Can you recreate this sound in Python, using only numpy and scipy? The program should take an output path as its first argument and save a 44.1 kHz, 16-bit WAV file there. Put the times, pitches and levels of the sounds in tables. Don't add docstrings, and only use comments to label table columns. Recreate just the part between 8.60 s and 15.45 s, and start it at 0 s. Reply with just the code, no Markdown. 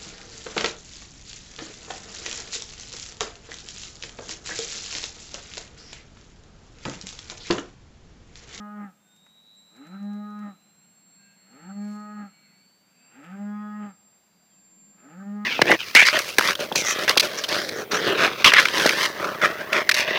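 import sys
import numpy as np
from scipy import signal
from scipy.fft import rfft, irfft
from scipy.io import wavfile
from scipy.ndimage import uniform_filter1d

SR = 44100
rng = np.random.default_rng(int(sys.argv[2]) if len(sys.argv) > 2 else 0)


def unload_audio(sound):
    columns = np.transpose(np.atleast_2d(sound))
    steps = np.round(np.clip(columns, -1, 1) * 32767)
    wavfile.write(sys.argv[1], SR, steps.astype(np.int16))


N = 302085
TIME = np.arange(N) / SR


def amp(db):
    return 10 ** (np.asarray(db) / 20)


def unit(x):
    return x / np.sqrt(np.mean(x ** 2) + 1e-20)


def follow(rows, t):
    time_s, *columns = np.transpose(rows)
    return [np.interp(t, time_s, column) for column in columns]


def colour(points, hz):
    point_hz, db = np.transpose(points)
    return amp(np.interp(np.log(hz + 1), np.log(point_hz + 1), db))


def noise(points, size):
    gain = colour(points, np.fft.rfftfreq(size, 1 / SR))
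    return unit(irfft(rfft(rng.standard_normal(size)) * gain, size))


def wander(rate_hz, size):
    hz = np.fft.rfftfreq(size, 1 / SR)
    return unit(irfft(rfft(rng.standard_normal(size)) / (1 + (hz / rate_hz) ** 4), size))


def resonate(x, hz, width_hz):
    turn = np.exp(2j * np.pi * np.cumsum(hz * np.ones(len(x))) / SR)
    r = np.exp(-np.pi * width_hz / SR)
    smooth = signal.lfilter([(1 - r) ** 2], [1, -2 * r, r * r], x / turn + 1e-18)
    return 2 * (turn * smooth).real


def steady(x, size=1300):
    return x / np.sqrt(abs(uniform_filter1d(x ** 2, size)) + 1e-12)


def add(mix, start_s, sound):
    part = mix[max(round(start_s * SR), 0):][:len(sound)]
    part += sound[:len(part)]


def swell(t, level_db, attack_s, full_s, until_s, release_s):
    attack = (np.maximum(full_s - t, 0) / attack_s) ** 2
    release = (np.maximum(t - until_s, 0) / release_s) ** 2
    return level_db - 20 * attack - 20 * release


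def bump(t, at_s, width_s):
    return np.exp(-((t - at_s) / width_s) ** 2)


def folds(hz, rough, jitter=.045, count=16, uneven_db=3.2):
    turns = np.cumsum(hz * (1 + jitter * rough * wander(130, len(hz)))) / SR
    k = np.arange(1, count + 1)[:, None]
    swells = amp(uneven_db * (k > 1) * np.array([wander(8, len(hz)) for _ in k]))
    waves = np.sqrt(2) * swells * np.cos(2 * np.pi * (k * turns + rng.random(k.shape)))
    return k * hz, waves, turns


# base level in dB, attack in s, full from in s, held until in s, release in s.
HUM_SWELL = (-31.4, .225, .475, .83, .108)
THROAT_SWELL = (-53.5, .31, .48, .89, .06)
NOSE_SWELL = (-57.5, .2, .32, .81, .145)
# time in s, width in s, dip of the hum in dB, of the throat in dB, of the nose in dB.
CATCH_RISING = (.39, .02, 6, 6, 6)
CATCH_FALLING = (.8, .014, 0, 8, 7)
SAG_AT_S, SAG_WIDTH_S = .72, .125
NOSE_OPEN_DB, NOSE_OPEN_S = 12, .025
HONK_AT_S, HONK_WIDTH_S, HONK_DB = .358, .018, 7


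def effort(t, opens_s, sag_db, waver_db=2.5, shift_db=6, shift_before_s=.05, shift_width_s=.025):
    opened = .5 + .5 * np.tanh((t - opens_s) / NOSE_OPEN_S)
    hum_db = swell(t, *HUM_SWELL) - sag_db * bump(t, SAG_AT_S, SAG_WIDTH_S)
    throat_db = swell(t, *THROAT_SWELL) - shift_db * bump(t, opens_s - shift_before_s, shift_width_s)
    nose_db = swell(t, *NOSE_SWELL) + NOSE_OPEN_DB * opened + HONK_DB * bump(t, HONK_AT_S, HONK_WIDTH_S)
    throat_db = throat_db + waver_db * (1 - opened) * wander(12, len(t))
    nose_db = nose_db + waver_db * (1 - opened) * wander(12, len(t))
    dips = 0
    for at_s, width_s, *dips_db in (CATCH_RISING, CATCH_FALLING):
        dips = dips + np.outer(dips_db, bump(t, at_s, width_s))
    return (*(np.array([hum_db, throat_db, nose_db]) - dips), opened)


# time in the moo in s, share of the held pitch.
STRAND_PITCH = [(.05, .4), (.16, .54), (.21, .65), (.28, .78), (.37, .94), (.55, .993), (.8, 1), (.84, .92),
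                (.88, .66), (.96, .35)]
# frequency in Hz, relative level in dB.
STRAND_OVERTONES = [(100, -16), (140, -4), (180, -6), (230, 6), (270, 14), (325, 2), (400, -4), (620, -6),
                    (1000, -15), (1500, -9), (2000, -14), (3000, -26), (4200, -40)]
# time in the moo in s, relative gain.
STRAND_FADE = [(.1, 0), (.2, .85), (.36, .7), (.45, .3), (.78, .3), (.86, 1.3), (.94, .15)]


def second_strand(t, held_hz, rough):
    share = follow(STRAND_PITCH, t)[0]
    hz, waves, _ = folds(held_hz * share, rough)
    gain = amp(-61) * share ** .9 * follow(STRAND_FADE, t)[0]
    return gain * (colour(STRAND_OVERTONES, hz) * waves).sum(0)


# time in the moo in s, share of the held pitch, roughness 0-1.
ARCH = [(0, .25, .6), (.2, .52, .68), (.27, .79, .66), (.35, .93, .4), (.42, .968, .14), (.5, .985, .05),
        (.62, .997, .02), (.79, 1, .03), (.835, .995, .27), (.895, .97, .27), (.94, .88, .45), (1, .5, .8)]
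# frequency in Hz, relative level in dB.
OVERTONES = [(250, -30), (420, .5), (620, 4), (830, -14), (1040, 2), (1250, -14), (1460, 2.5), (1680, 2),
             (1880, -1), (2100, -9.5), (2400, -17), (2700, -18), (3200, -23), (4200, -34)]
# frequency in Hz, relative level in dB per Hz.
RASP = [(100, -38), (300, -13), (500, -16), (780, -6), (1020, -13), (1400, 2), (1900, -4), (2600, -8),
        (3300, -20), (4300, -29), (5200, -42), (9000, -48)]
# base level in dB, attack in s, full from in s, held until in s, release in s.
OVERTONE_SWELL = (-61.3, .4, .5, .87, .08)
RASP_SWELL = (-54, .205, .28, .88, .095)
HONK_RING_HZ, HONK_RING_DB = 1520, -54
PUSH_AT_S, PUSH_WIDTH_S, PUSH_DB = .86, .045, 2
MUFFLE_ABOVE_HZ, MUFFLE_DB = 950, 4


def moo(start_s, held_hz, opens_s, sag_db, throat_gain_db, over_db, rasp_db, bright_db):
    t = np.arange(max(-start_s, 0), 1, 1 / SR)
    hum_db, throat_db, nose_db, opened = effort(t, opens_s, sag_db)
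    share, rough = follow(ARCH, t)
    rough = np.clip(rough, 0, 1)
    hz, waves, turns = folds(held_hz * share, rough)
    hum = amp(hum_db) * waves[0] / (1 + (165 / hz[0]) ** 12)

    air = noise([(f, db + bright_db * np.log2(np.clip(f / 1300, 1, 2.2))) for f, db in RASP], len(t))
    puff_shape = .4 + np.exp(-(turns % 1) / .25)
    puffs = unit(air * puff_shape * amp(2 * wander(25, len(t))))
    rasp = amp(swell(t, *RASP_SWELL) + rasp_db) * (.1 + .9 * rough) * puffs

    drive = waves[1:].sum(0) + 5 * rough * puffs
    throat = amp(throat_db + throat_gain_db) * steady(resonate(drive, 825, 130))
    nose = amp(nose_db) * steady(resonate(drive, 1275, 130))
    honk_level = amp(HONK_RING_DB) * bump(t, HONK_AT_S, HONK_WIDTH_S)
    honk = honk_level * steady(resonate(drive, HONK_RING_HZ, 260))

    muffle_db = MUFFLE_DB * (1 - opened) / (1 + (MUFFLE_ABOVE_HZ / hz) ** 20)
    overtones = (colour(OVERTONES, hz) * amp(-muffle_db) * waves).sum(0)
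    overtones *= amp(swell(t, *OVERTONE_SWELL) + over_db) * np.sqrt(1 - rough ** 2)

    push = amp(PUSH_DB * bump(t, PUSH_AT_S, PUSH_WIDTH_S))
    voice = hum + nose + honk + push * (throat + overtones + rasp) + second_strand(t, held_hz, rough)
    return voice * np.interp(t, [.96, 1], [1, 0])


# start in s (negative = already under way), held pitch in Hz, nose opening in s after the start,
# sag of the hum in dB, gains of throat, overtones and rasp in dB, brightness of the rasp in dB per octave.
MOOS = [(-.634, 208.2, .6, 10, .5, 0, -1, -3), (1.0, 208.5, .62, 6.5, -2, -2.5, -.5, 0),
        (2.753, 209.9, .595, 10.5, 0, -.5, -1.5, 1), (4.385, 209.8, .54, 4.5, 1, 2.5, 3.5, 4),
        (6.255, 209.5, .53, 7, 0, 1, -.5, -1)]


def cow():
    out = np.zeros(N)
    for row in MOOS:
        add(out, row[0], moo(*row))
    return out


def echo(x, level_db=-33, t60_s=1.2, onset_s=.06):
    t = np.arange(SR) / SR
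    tail = noise([(200, -7), (800, -2), (1400, 0), (3000, 0), (8000, -10)], SR)
    tail = tail * np.minimum(t / onset_s, 1) * amp(-60 * t / t60_s)
    return amp(level_db) * signal.oaconvolve(x, tail / np.linalg.norm(tail))[:N]


# time in s, shaft turns per second, base wobble of the whine within each turn in radians.
SHAFT = [(.3, 98.6, .4), (.5, 102.4, .4), (.75, 107.2, .55), (1.0, 109.2, .9), (1.3, 111.7, .7),
         (1.9, 110.2, .8), (2.1, 114, .8), (2.35, 120.6, .6), (3.1, 120.7, .35), (3.82, 120.3, .5),
         (4.35, 129.6, .6), (5.0, 133.8, .6), (5.85, 132, .9), (6.25, 131.1, 2.1), (6.85, 130.7, 2.4)]
# time in s, level of the whine in dB before gain_db.
WHINE = [(0.35, -89), (0.53, -65), (0.91, -56), (1.12, -62), (1.45, -60), (2.1, -72), (2.46, -72),
         (2.62, -63), (2.71, -67), (3.3, -61), (3.5, -66), (4.08, -64), (4.3, -72), (4.45, -66),
         (4.59, -77), (5.75, -76), (5.78, -73), (6.8, -79)]
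WHINE_ORDER = 36


def motor(rush_db=-17, throb=.38, gain_db=-.5):
    shaft_hz, wobble = follow(SHAFT, TIME)
    angle = 2 * np.pi * np.cumsum(shaft_hz * (1 + .0005 * wander(25, N))) / SR
    wobble = wobble * amp(1.2 * wander(6, N))
    whine = (1 - throb * np.cos(angle)) * np.sin(WHINE_ORDER * angle + wobble * np.sin(angle))
    rush = amp(rush_db) * unit(resonate(rng.standard_normal(N), shaft_hz * WHINE_ORDER, 800))
    level = amp(follow(WHINE, TIME)[0] + gain_db + 1.2 * wander(24, N))
    fade_in = np.clip(TIME / WHINE[0][0], 0, 1) ** 2
    return level * (steady(whine) + rush) * fade_in


# time in s, mean pitch in Hz.
WHISTLE_HZ = [(0, 7540), (1.3, 7524), (3.3, 7462), (4.9, 7457), (6.15, 7353), (6.85, 7322)]
# time in s, level in dB before gain_db.
WHISTLE_DB = [(0.0, -78), (0.11, -83), (0.55, -68), (0.91, -80), (0.98, -65), (1.32, -71), (1.36, -77),
              (1.8, -78), (1.89, -71), (2.2, -63), (2.63, -60), (2.71, -68), (3.07, -60), (4.18, -71),
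              (4.22, -77), (4.47, -61), (4.68, -70), (4.85, -65), (4.96, -79), (5.23, -64), (5.51, -63),
              (5.76, -73), (5.93, -62), (6.27, -57), (6.7, -69), (6.8, -77)]


def whistle(gain_db=4):
    hz, db = follow(WHISTLE_HZ, TIME) + follow(WHISTLE_DB, TIME)
    level = amp(db + gain_db + 1.4 * wander(26, N))
    return level * np.sin(2 * np.pi * np.cumsum(hz + 5 * wander(40, N)) / SR)


# start in s, length in s, first pitch in Hz, last pitch in Hz, level in dB before gain_db.
GLIDES = [(.42, .18, 1530, 1440, -73), (2.55, .24, 1590, 1620, -66), (2.57, .2, 2690, 2650, -70),
          (3.18, .17, 2400, 2130, -67), (3.68, .22, 2240, 2290, -67), (3.8, .14, 2260, 2090, -70),
          (3.88, .22, 2270, 2260, -71), (3.76, .26, 2030, 1980, -73), (4.34, .22, 2520, 2750, -71),
          (4.82, .4, 3340, 3370, -73), (5.89, .07, 3400, 3100, -75), (5.93, .1, 2700, 2550, -78),
          (5.9, .5, 300, 340, -75), (4.3, .22, 235, 265, -73)]


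def glides(blur=.007, gain_db=2.5):
    out = np.zeros(N)
    for start_s, length_s, first_hz, last_hz, db in GLIDES:
        size = int(length_s * SR)
        hz = np.linspace(first_hz, last_hz, size) * (1 + blur * wander(70, size))
        note = np.sin(2 * np.pi * np.cumsum(hz) / SR) * signal.windows.tukey(size, .7)
        add(out, start_s, amp(db + gain_db) * note)
    return out


# time in s, level in dB before tick_gain_db.
TICKS = [(0.5621, -57), (0.6639, -63), (0.6894, -66), (1.1643, -59), (1.268, -60), (1.4282, -60),
         (1.4466, -60), (1.5319, -57), (1.704, -60), (1.7908, -55)]
# frequency in Hz, relative level in dB per Hz.
CLOTH = [(1000, -8), (2200, 2), (4000, -4), (6500, 0), (9000, -7), (13000, -10), (16000, -18)]


def clothing(brush_s=3.31, brush_width_s=.11, tick_decay_s=.007, tick_gain_db=-4.5, tap_s=.665, tap_db=-55):
    level = amp(-65) * bump(TIME, brush_s, brush_width_s)
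    t = np.arange(2000) / SR
    for start_s, db in TICKS:
        add(level, start_s, amp(db + tick_gain_db) * np.exp(-t / tick_decay_s))
    out = level * noise(CLOTH, N) * amp(2 * wander(60, N))
    tap = noise([(150, -15), (500, -4), (1300, 0), (2300, -3), (4000, -16), (9000, -30)], len(t))
    add(out, tap_s, amp(tap_db) * np.exp(-t / .005) * tap)
    return out


# frequency in Hz, relative level in dB per Hz.
AIR = [(25, -26), (48, -20), (66, -3), (80, -5), (130, 0), (250, 1), (420, -1), (700, 2), (1200, -3),
       (2200, -5), (3200, -9.5), (4000, -6.5), (5000, -11.5), (6500, -10), (10000, -16.5), (15000, -10.5)]
AIR_DB = -67
# time in s, level in dB.
DRONE = [(0, -71), (.9, -70), (2.3, -67), (3.9, -66), (4.2, -71), (5.2, -67), (5.6, -73), (6.15, -64)]
# time in s, level in dB.
RUSH = [(0, -79), (1, -82), (2.25, -74), (2.45, -77), (2.65, -70), (3.9, -68), (4.17, -78), (4.4, -68),
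        (5.5, -80), (6.3, -78)]


def field():
    drone_db, rush_db = follow(DRONE, TIME) + follow(RUSH, TIME)
    drone_spectrum = [(60, -50), (120, -20), (160, -7), (200, 0), (240, -12), (330, -20), (600, -50), (3000, -90)]
    drone = amp(drone_db) * noise(drone_spectrum, N)
    rush = np.zeros(N)
    for hz, width_hz in [(1530, 400), (2250, 550), (2700, 400)]:
        rush += resonate(rng.standard_normal(N), hz * (1 + .04 * wander(2.5, N)), width_hz)
    return amp(AIR_DB) * noise(AIR, N) + drone + amp(rush_db) * unit(rush)


def scene():
    calls = cow()
    return (calls + echo(calls) + motor() + whistle() + glides() + clothing() + field())[None]


EDGE_HZ = 15350


def record(dry):
    lowpass = signal.firwin(511, EDGE_HZ, window=("kaiser", 9), fs=SR)
    return signal.oaconvolve(dry, lowpass[None], "same")


dry = scene()
out = record(dry)
unload_audio(out)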